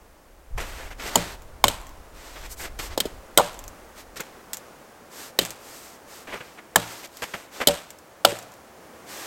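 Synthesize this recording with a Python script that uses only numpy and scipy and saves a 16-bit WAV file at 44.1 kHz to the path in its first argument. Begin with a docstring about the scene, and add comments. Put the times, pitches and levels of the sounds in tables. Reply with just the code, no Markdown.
"""A still winter wood: a hatchet chops the limbs off a dead pole lying on snow, a few metres from a microphone.
Each blow is a bright crack of filtered noise and a hollow knock of damped resonances.
The pole rings in decaying sines, splinters crackle as random grains, and trunks scatter the blows back.
Between blows boots crunch in snow and winter clothes swish, both from shaped noise or grains;
at first a light wind rumbles on the microphone."""
import sys
import numpy as np
from scipy import signal
from scipy.fft import rfft, irfft
from scipy.io import wavfile

SR = 44100
rng = np.random.default_rng(int(sys.argv[2]) if len(sys.argv) > 2 else 0)


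def wav_out(sig):
    """Save sig, one row per channel (or a flat mono array), as 16-bit PCM at SR to the path in sys.argv[1]."""
    wavfile.write(sys.argv[1], SR, np.round(np.clip(np.atleast_2d(sig).T, -1, 1) * 32767).astype(np.int16))


N = 408366
T = np.arange(N) / SR
SHORT = T[:SR // 2]

# full chops into the pole: t/s, crack/dB, crack treble/dB, knock/dB, knock pitch/Hz, clack/dB,
# clack pitch/Hz, pole ring/dB, thump/dB (before the gain in thump()), splinters/dB
CHOP_EVENTS = [(1.1558, -8.5, 2.5, -12, 810, -32, 1320, -22.5, -24.5, -30.5),
               (1.64, -8.5, -3.5, -7, 946, -18.5, 2170, -23.5, -26.5, -27.5),
               (3.3743, -5, 3, -12, 630, -21, 2080, -14.5, -31.5, -28),
               (5.3886, -10, -5, -16.5, 470, -26.5, 1940, -42, -34.5, -28),
               (6.7582, -7, 3.5, -9, 806, -9.5, 1706, -26.5, -28, -32),
               (7.6718, -5.5, 2, -12.5, 466, -26, 3400, -16.5, -27.5, -26.5),
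               (8.2487, -5.5, -7, -6.5, 803, -10.5, 1320, -18.5, -30.5, -27)]


def undb(db):
    """Decibels to gain."""
    return 10 ** (np.asarray(db) / 20)


def unit(x):
    """Scale to rms 1."""
    return x / np.sqrt(np.mean(x ** 2))


def burst(x):
    """Scale a hit so that its energy equals that of 4 ms at rms 1."""
    return x / np.sqrt(np.sum(x ** 2) / (0.004 * SR))


def add(track, start_s, x):
    """Mix x into the track from start_s."""
    i = int(start_s * SR)
    track[i:i + len(x)] += x[:N - i]


def lowpass(x, order, hz):
    """Zero-phase Butterworth low-pass."""
    return signal.sosfiltfilt(signal.butter(order, hz, fs=SR, output="sos"), x)


def colour(x, points):
    """Minimum-phase filter through (f/Hz, gain/dB) points, built from the cepstrum."""
    size = 8192
    hz, db = np.transpose(points)
    bins_hz = np.arange(size // 2 + 1) * SR / size
    gain_db = np.interp(np.log(bins_hz + 1), np.log(hz), db)
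    cepstrum = irfft(np.log(undb(gain_db)))
    # fold onto positive times: causal
    cepstrum[1:size // 2] *= 2
    cepstrum[size // 2 + 1:] = 0
    impulse = irfft(np.exp(rfft(cepstrum)))
    return signal.fftconvolve(x, impulse)[:len(x)]


def resonate(x, modes):
    """Parallel resonances (f/Hz, width/Hz, level/dB) of alternating sign."""
    out = 0
    for k, (hz, width_hz, db) in enumerate(modes):
        b, a = signal.iirpeak(hz, hz / width_hz, SR)
        out = out + (-1) ** k * undb(db) * signal.lfilter(b, a, x)
    return out


def fade(t60_s):
    """Exponential decay over half a second; 1 - fade() is a build-up."""
    return np.exp(-np.log(1000) * SHORT / t60_s)


def swell(peak_s, rise_s, fall_s):
    """A rounded rise to 1 at peak_s and a fall from it."""
    span_s = np.where(T < peak_s, rise_s, fall_s)
    return np.exp(-2 * np.abs((T - peak_s) / span_s) ** 1.5)


def grains(size, per_s, spread_db):
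    """Random tiny fractures of uneven strength and either sign, rms 1."""
    hits = rng.random(size) < per_s / SR
    strength_db = spread_db * np.clip(rng.standard_normal(size), -2, 2)
    return unit(hits * rng.choice([-1, 1], size) * undb(strength_db))


def walk(knots_per_s, times_s=T):
    """Random wander: straight lines between normal random knots."""
    knots = rng.standard_normal(len(times_s) // 20)
    return np.interp(times_s * knots_per_s, np.arange(len(knots)), knots)


def air(sway_db=1.0, wind_db=1, buffet_db=3, hiss_db=-65, lull_db_per_s=3):
    """Far hush of the wood, wind buffeting the microphone until it drops, and the microphone's faint hiss."""
    # distant air in the trees: t/s, level/dB
    hush_levels = [(.5, -53.5), (1.0, -51), (4, -47.5), (8, -50.5), (9.26, -46.5)]
    # spectrum of that air: f/Hz, density/dB per Hz
    forest = [(38, -48), (65, -6.5), (98, -13), (146, -10), (220, -6.5), (341, -6), (450, -6), (494, -4.5),
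              (529, -4), (1460, -12), (3750, -25), (6670, -24.5), (9200, -27.5), (14600, -31.5),
              (16000, -28)]
    # wind on the microphone: t/s, level/dB (before wind_db)
    gusts = [(0.0, -55), (0.47, -55), (0.55, -27), (0.68, -43), (1.88, -41.5), (2.06, -47.5), (2.97, -39.5),
             (3.3, -48.5), (3.36, -44), (4.6, -69)]
    # spectrum of the wind rumble: f/Hz, density/dB per Hz
    wind = [(15, -5), (30, 1.5), (48, -0.5), (80, -8.5), (150, -25), (400, -83)]
    hush_db = np.interp(T, *np.transpose(hush_levels)) + sway_db * walk(3.43)
    hush = unit(colour(rng.standard_normal(N), forest)) * undb(hush_db)
    # after the last gust the wind dies away
    lull_db = lull_db_per_s * np.maximum(T - gusts[-1][0], 0)
    gust_db = wind_db + np.interp(T, *np.transpose(gusts)) - lull_db
    rumble = unit(colour(rng.standard_normal(N), wind)) * undb(gust_db + buffet_db * walk(12))
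    return hush + rumble + undb(hiss_db) * rng.standard_normal(N)


def clothes(flutter_db=1, ease_s=0.051, arch_db=6):
    """Cloth slides over cloth: noise that eases in, peaks mid-movement and eases out."""
    # sleeves and trouser legs rubbing: start/s, end/s, level/dB, treble above 5 kHz/dB
    swishes = [(0.56, .92, -43, -2.5), (0.974, 1.37, -35, -6.5), (2.13, 2.508, -44.5, -3.5),
               (2.489, 2.555, -45, 12), (2.559, 2.672, -42.5, 7.5), (2.778, 2.898, -35, -0.5),
               (2.886, 2.967, -37, -12), (3.946, 4.044, -43.5, -2), (5.099, 5.32, -41.5, 2),
               (5.582, 5.98, -47.5, 3.5), (6.062, 6.248, -46.5, 2), (6.216, 6.605, -49, -4),
               (6.78, 7.054, -40.5, -1), (7.102, 7.476, -47, 0.5), (7.507, 7.652, -39, -3.5),
               (9.059, 9.503, -37.5, -0.5)]
    # spectrum of the rubbing weave: f/Hz, density/dB per Hz
    cloth = [(120, -39), (200, -10), (305, -2), (482, -6), (569, -5), (791, -4.5), (899, -4.5), (1710, -5),
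             (2610, -8.5), (8270, -9), (9930, -17), (12800, -12), (16000, -22)]
    weave = unit(colour(rng.standard_normal(N), cloth))
    dull = lowpass(weave, 2, 5000)
    out = np.zeros(N)
    for start_s, end_s, db, treble_db in swishes:
        inside_s = np.maximum(np.minimum(T - start_s, end_s - T), 0)
        arch = undb(-arch_db * (1 - 2 * inside_s / (end_s - start_s)) ** 2)
        speed = np.tanh(2 * inside_s / ease_s) * arch
        out += speed * undb(db) * (dull + undb(treble_db) * (weave - dull))
    return out * undb(flutter_db * walk(26))


def boots(slip_db=2, land_s=0.0013, land_db=-5.5, settle_s=0.2, settle_db=-20, release_s=0.023,
          release_share=0.25):
    """Steps land, load and settle: dull crunch of snow crystals and finer hiss of crust, in uneven slips."""
    # boots pressing into snow: sole lands/s, time to full weight/s, level/dB, crust hiss re crunch/dB
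    steps = [(.576, 0.0072, -28.5, -11), (.598, 0.015, -31, -5), (.63, 0.22, -43, -30),
             (.905, 0.0092, -39.5, -7.5), (0.996, 0.005, -33, -10), (1.021, 0.062, -35.5, -2.5),
             (2.355, 0.015, -40, -24), (2.41, 0.043, -43.5, -2), (2.596, .058, -34.5, -4.5),
             (2.789, 0.0078, -34, 1), (4.158, 0.013, -37, 0), (4.196, 0.0084, -30, -8),
             (6.271, 0.085, -34, -14.5), (6.404, 0.0044, -36.5, -29), (6.575, .01, -40, -24),
             (7.029, 0.019, -41, 0.5), (7.22, 0.011, -27.5, -5.5), (7.336, 0.0055, -27.5, -12),
             (7.601, 0.016, -24, -12)]
    # spectrum of crushed snow crystals: f/Hz, gain/dB
    snow = [(50, -5.5), (130, -5), (500, 3.5), (1100, 0), (2200, 1), (3300, -7), (4400, -18), (8000, -26),
            (16000, -40)]
    crust_points = [(800, -12), (3500, 3), (8300, 0.5), (10000, -9), (13000, -1.5), (16000, -23.0)]
    weight, crust = np.zeros(N), np.zeros(N)
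    for start_s, load_s, db, treble_db in steps:
        peak_s = start_s + load_s
        landed = np.clip((T - start_s) / land_s, 0, 1)
        # the sole breaks the crust at once; the packed snow creaks on afterwards
        settling = undb(settle_db) * swell(peak_s, load_s, settle_s)
        bed = np.where(T < peak_s, undb(land_db), settling)
        loading = swell(peak_s, load_s + land_s, release_s + release_share * load_s)
        press = undb(db) * landed * np.maximum(bed, loading)
        weight += press
        crust += press * undb(treble_db)
    crunch = unit(colour(grains(N, per_s=3800, spread_db=2.5), snow))
    hiss = unit(colour(grains(N, per_s=8900, spread_db=7.5), crust_points))
    return (weight * crunch + crust * hiss) * undb(slip_db * walk(130))


def trunks(x, low_db=-14, high_db=-14, t60_s=0.82, treble_t60_s=0.59, build_t60_s=0.041):
    """Many small echoes from the surrounding trees; snow soaks up the highest treble."""
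    # colour of the echoes: f/Hz, gain/dB
    echo = [(60, -2.5), (160, -3.5), (300, -18), (700, -3.5), (1300, 6.5), (2200, 1.5), (3200, 0.5),
            (5500, -4.5), (8200, -10), (10000, -12.5), (13000, -12), (16000, -29)]
    arrivals = grains(len(SHORT), per_s=2500, spread_db=5.0) * (1 - fade(build_t60_s)) ** 2
    low = lowpass(x, 3, 1000)
    echoes = arrivals * fade(t60_s)
    body = signal.fftconvolve(low, echoes / np.linalg.norm(echoes))[:N]
    # rough bark scrambles short waves: their energy returns without the crack's resonances
    returns = (arrivals * fade(treble_t60_s)) ** 2
    energy = signal.fftconvolve((x - low) ** 2, returns / returns.sum())[:N]
    scatter = np.sqrt(np.abs(energy)) * rng.standard_normal(N)
    return colour(undb(low_db) * body + undb(high_db) * scatter, echo)


def twig(snap_t60_s=0.0051, tear=0.29, tear_t60_s=0.064):
    """One sharp snap, then the last fibres tear: noise with a fast and a slow decay."""
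    # spectrum of a snapping twig: f/Hz, gain/dB
    snap = [(300, -13), (1000, -2), (1800, 5), (5000, 4.5), (7400, 13), (9500, -1.5), (12000, 6),
            (16000, -1)]
    envelope = fade(snap_t60_s) + tear * fade(tear_t60_s)
    return burst(colour(rng.standard_normal(len(SHORT)) * envelope, snap))


def debris(twig_db=-9, count=2, chip_db=-41, chip_spread_db=4):
    """Twigs snap, and a few chips tick down after every chop."""
    # dry twigs snapping: t/s, level/dB (before twig_db)
    snaps = [(1.868, -34), (2.7905, -31), (3.591, -26.5), (3.6402, -31), (3.6796, -26.5), (4.206, -20),
             (4.5327, -14), (4.544, -25), (4.57, -23), (5.451, -19), (5.459, -27), (5.506, -22),
             (7.1707, -28.5), (7.905, -27.5), (8.3885, -26.5), (8.52, -40)]
    out = np.zeros(N)
    for start_s, db in snaps:
        add(out, start_s, undb(db + twig_db) * twig())
    for start_s, crack_db, *_ in CHOP_EVENTS:
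        for flight_s in rng.uniform(0.15, 0.36, count):
            db = crack_db + chip_db + chip_spread_db * rng.uniform(-1, 1)
            add(out, start_s + flight_s, undb(db) * twig())
    return out


def splinters(t60_s=0.4):
    """Bark and small branches shake and crackle after the blow."""
    # spectrum of shaken bark: f/Hz, gain/dB
    bark = [(150, 1.5), (600, 10.5), (1500, 3), (3200, 6.5), (5500, -2.5), (8200, 5), (10000, -7.5),
            (13000, -4), (16000, -18.5)]
    crackle = grains(len(SHORT), per_s=1400, spread_db=5.5)
    return unit(colour(crackle, bark)) * fade(t60_s) * (1 - fade(0.0053))


def thump(shake_t60_s=0.17, gain_db=7):
    """The pole is driven into the pile beneath it, so the low end comes late and lingers."""
    # the whole pile shuddering on the snow: f/Hz, width/Hz, level/dB
    pile = [(69, 20, -8.5), (113.7, 7.1, -1), (170.3, 8.5, 5), (239, 116, -3), (335, 210, -7)]
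    shake = rng.standard_normal(len(SHORT)) * fade(shake_t60_s)
    rounding = signal.butter(2, 500, fs=SR, output="sos")
    return undb(gain_db) * burst(signal.sosfilt(rounding, resonate(shake, pile)))


def pole(place_db=1.5, detune=0.0073, build_t60_s=0.11, rub_db=0.5):
    """Bending waves build up; impact place favours modes, snow and branches damp them unevenly."""
    # bending modes of the pole: f/Hz, level/dB, t60/s
    bending = [(356, -20.5, 0.092), (476, -0.5, 0.17), (581.3, 4.5, 0.18), (740, -9, 0.19),
               (943, -0.5, 0.089), (1057, -28, 0.092)]
    chance = rng.standard_normal((len(bending), 3))
    ring = 0
    for (hz, db, t60_s), (place, shift, phase_cycles) in zip(bending, chance):
        level_db = db + place_db * place + rub_db * walk(110, SHORT)
        cycles = hz * (1 + detune * shift) * SHORT + phase_cycles
        ring = ring + undb(level_db) * fade(t60_s) * np.sin(2 * np.pi * cycles)
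    return ring * (1 - fade(build_t60_s))


def clack(hz, t60_s=0.016):
    """The split wood beside the blade clacks: a short decaying sine at the given pitch."""
    return burst(np.sin(2 * np.pi * hz * SHORT) * fade(t60_s) * (1 - fade(0.0096)))


def knock(hz, push_t60_s=0.0024, judder=2.5, judder_t60_s=0.052):
    """The head stops in the wood: one short push and a noisy judder excite damped resonances."""
    # damped resonances around the cut: multiple of knock pitch, width/Hz, level/dB
    hollow = [(.52, 140, -4), (0.798, 130, 4.5), (1.1, 167, 6), (1.58, 258, -2.5)]
    shudder = burst(rng.standard_normal(len(SHORT)) * fade(judder_t60_s))
    push = burst(fade(push_t60_s)) + judder * shudder
    return burst(resonate(push, [(ratio * hz, width_hz, db) for ratio, width_hz, db in hollow]))


def crack(t60_s, treble_db, grit=0.28, strike=0.18, tick=0.16, tick_t60_s=0.0023):
    """The edge lands and rings the blade, then fibres part; harder wood gives more treble."""
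    # blade biting into hard dry wood: f/Hz, width/Hz, level/dB
    blade = [(1714, 410, -21.5), (3056, 190, 5.5), (3720, 880, -2), (4615, 350, 0.5), (5000, 400, -5),
             (6900, 300, 2.5), (7970, 410, -3.5), (8790, 120, 1), (11760, 680, -13.5), (13160, 650, -3.5),
             (14000, 200, -12.5)]
    rupture = burst(rng.standard_normal(len(SHORT)) * fade(t60_s) * (1 - fade(0.003)))
    contact = burst(rng.standard_normal(len(SHORT)) * fade(tick_t60_s) * (1 - fade(0.0024)))
    edge = burst(signal.unit_impulse(len(SHORT), int(0.00055 * SR)))
    bite = resonate(rupture + strike * edge, blade) + grit * (rupture + tick * contact)
    return burst(colour(bite, [(4800, 0.0014), (7000, treble_db)]))


def rebounds(treble_db=-2.5, thump_db=-24, splinter_db=-28.5, clack_db=-9.5, clack_ratio=1.506, ring_db=-22):
    """Light contacts: a weaker crack and a knock that stirs the pole only a little."""
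    # head glancing off or pole bouncing on the pile: t/s, crack/dB, crack t60/s, knock/dB, knock pitch/Hz
    contacts = [(1.6814, -13.5, 0.024, -24.5, 456), (2.9762, -21.5, .036, -16.5, 575),
                (3.0021, -14, 0.034, -36, 540), (3.054, -32, 0.065, -21.5, 382),
                (3.3836, -17, 0.034, -10.5, 890), (3.3968, -26, 0.033, -13, 660),
                (3.4050, -41, .023, -13, 810), (5.4125, -26.5, .1, -30.5, 380),
                (7.6841, -15, 0.017, -20, 710), (8.323, -42, .04, -28, 380)]
    out = np.zeros(N)
    for start_s, crack_db, crack_t60_s, knock_db, knock_hz in contacts:
        # thump and splinters re crack; clack and ring re knock
        edge = crack(crack_t60_s, treble_db)
        edge = edge + undb(thump_db) * thump() + undb(splinter_db) * splinters()
        body = knock(knock_hz) + undb(clack_db) * clack(clack_ratio * knock_hz)
        body = body + undb(ring_db) * pole()
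        add(out, start_s, undb(crack_db) * edge + undb(knock_db) * body)
    return out


def hatchet(crack_t60_s=0.022):
    """Full chops: crack, clack and knock; the pole rings, thumps the pile and sheds splinters."""
    out = np.zeros(N)
    for (start_s, crack_db, treble_db, knock_db, knock_hz, clack_db, clack_hz,
         ring_db, thump_db, splinter_db) in CHOP_EVENTS:
        add(out, start_s, undb(crack_db) * crack(crack_t60_s, treble_db))
        add(out, start_s, undb(clack_db) * clack(clack_hz))
        add(out, start_s, undb(knock_db) * knock(knock_hz))
        add(out, start_s, undb(ring_db) * pole())
        add(out, start_s, undb(thump_db) * thump())
        add(out, start_s, undb(splinter_db) * splinters())
    return out


def scene():
    """The air, the woodcutter's movements, the chopping and its echoes."""
    wood = debris() + rebounds() + hatchet()
    return (air() + clothes() + boots() + trunks(wood) + wood)[None]


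def record(dry, top_hz=16000):
    """Peaks beyond full scale are flattened; a steep low-pass cuts the top."""
    limited = np.clip(dry, -1, 1)
    return signal.sosfilt(signal.ellip(8, 0.2, 70, top_hz, fs=SR, output="sos"), limited)


dry = scene()
out = record(dry)
wav_out(out)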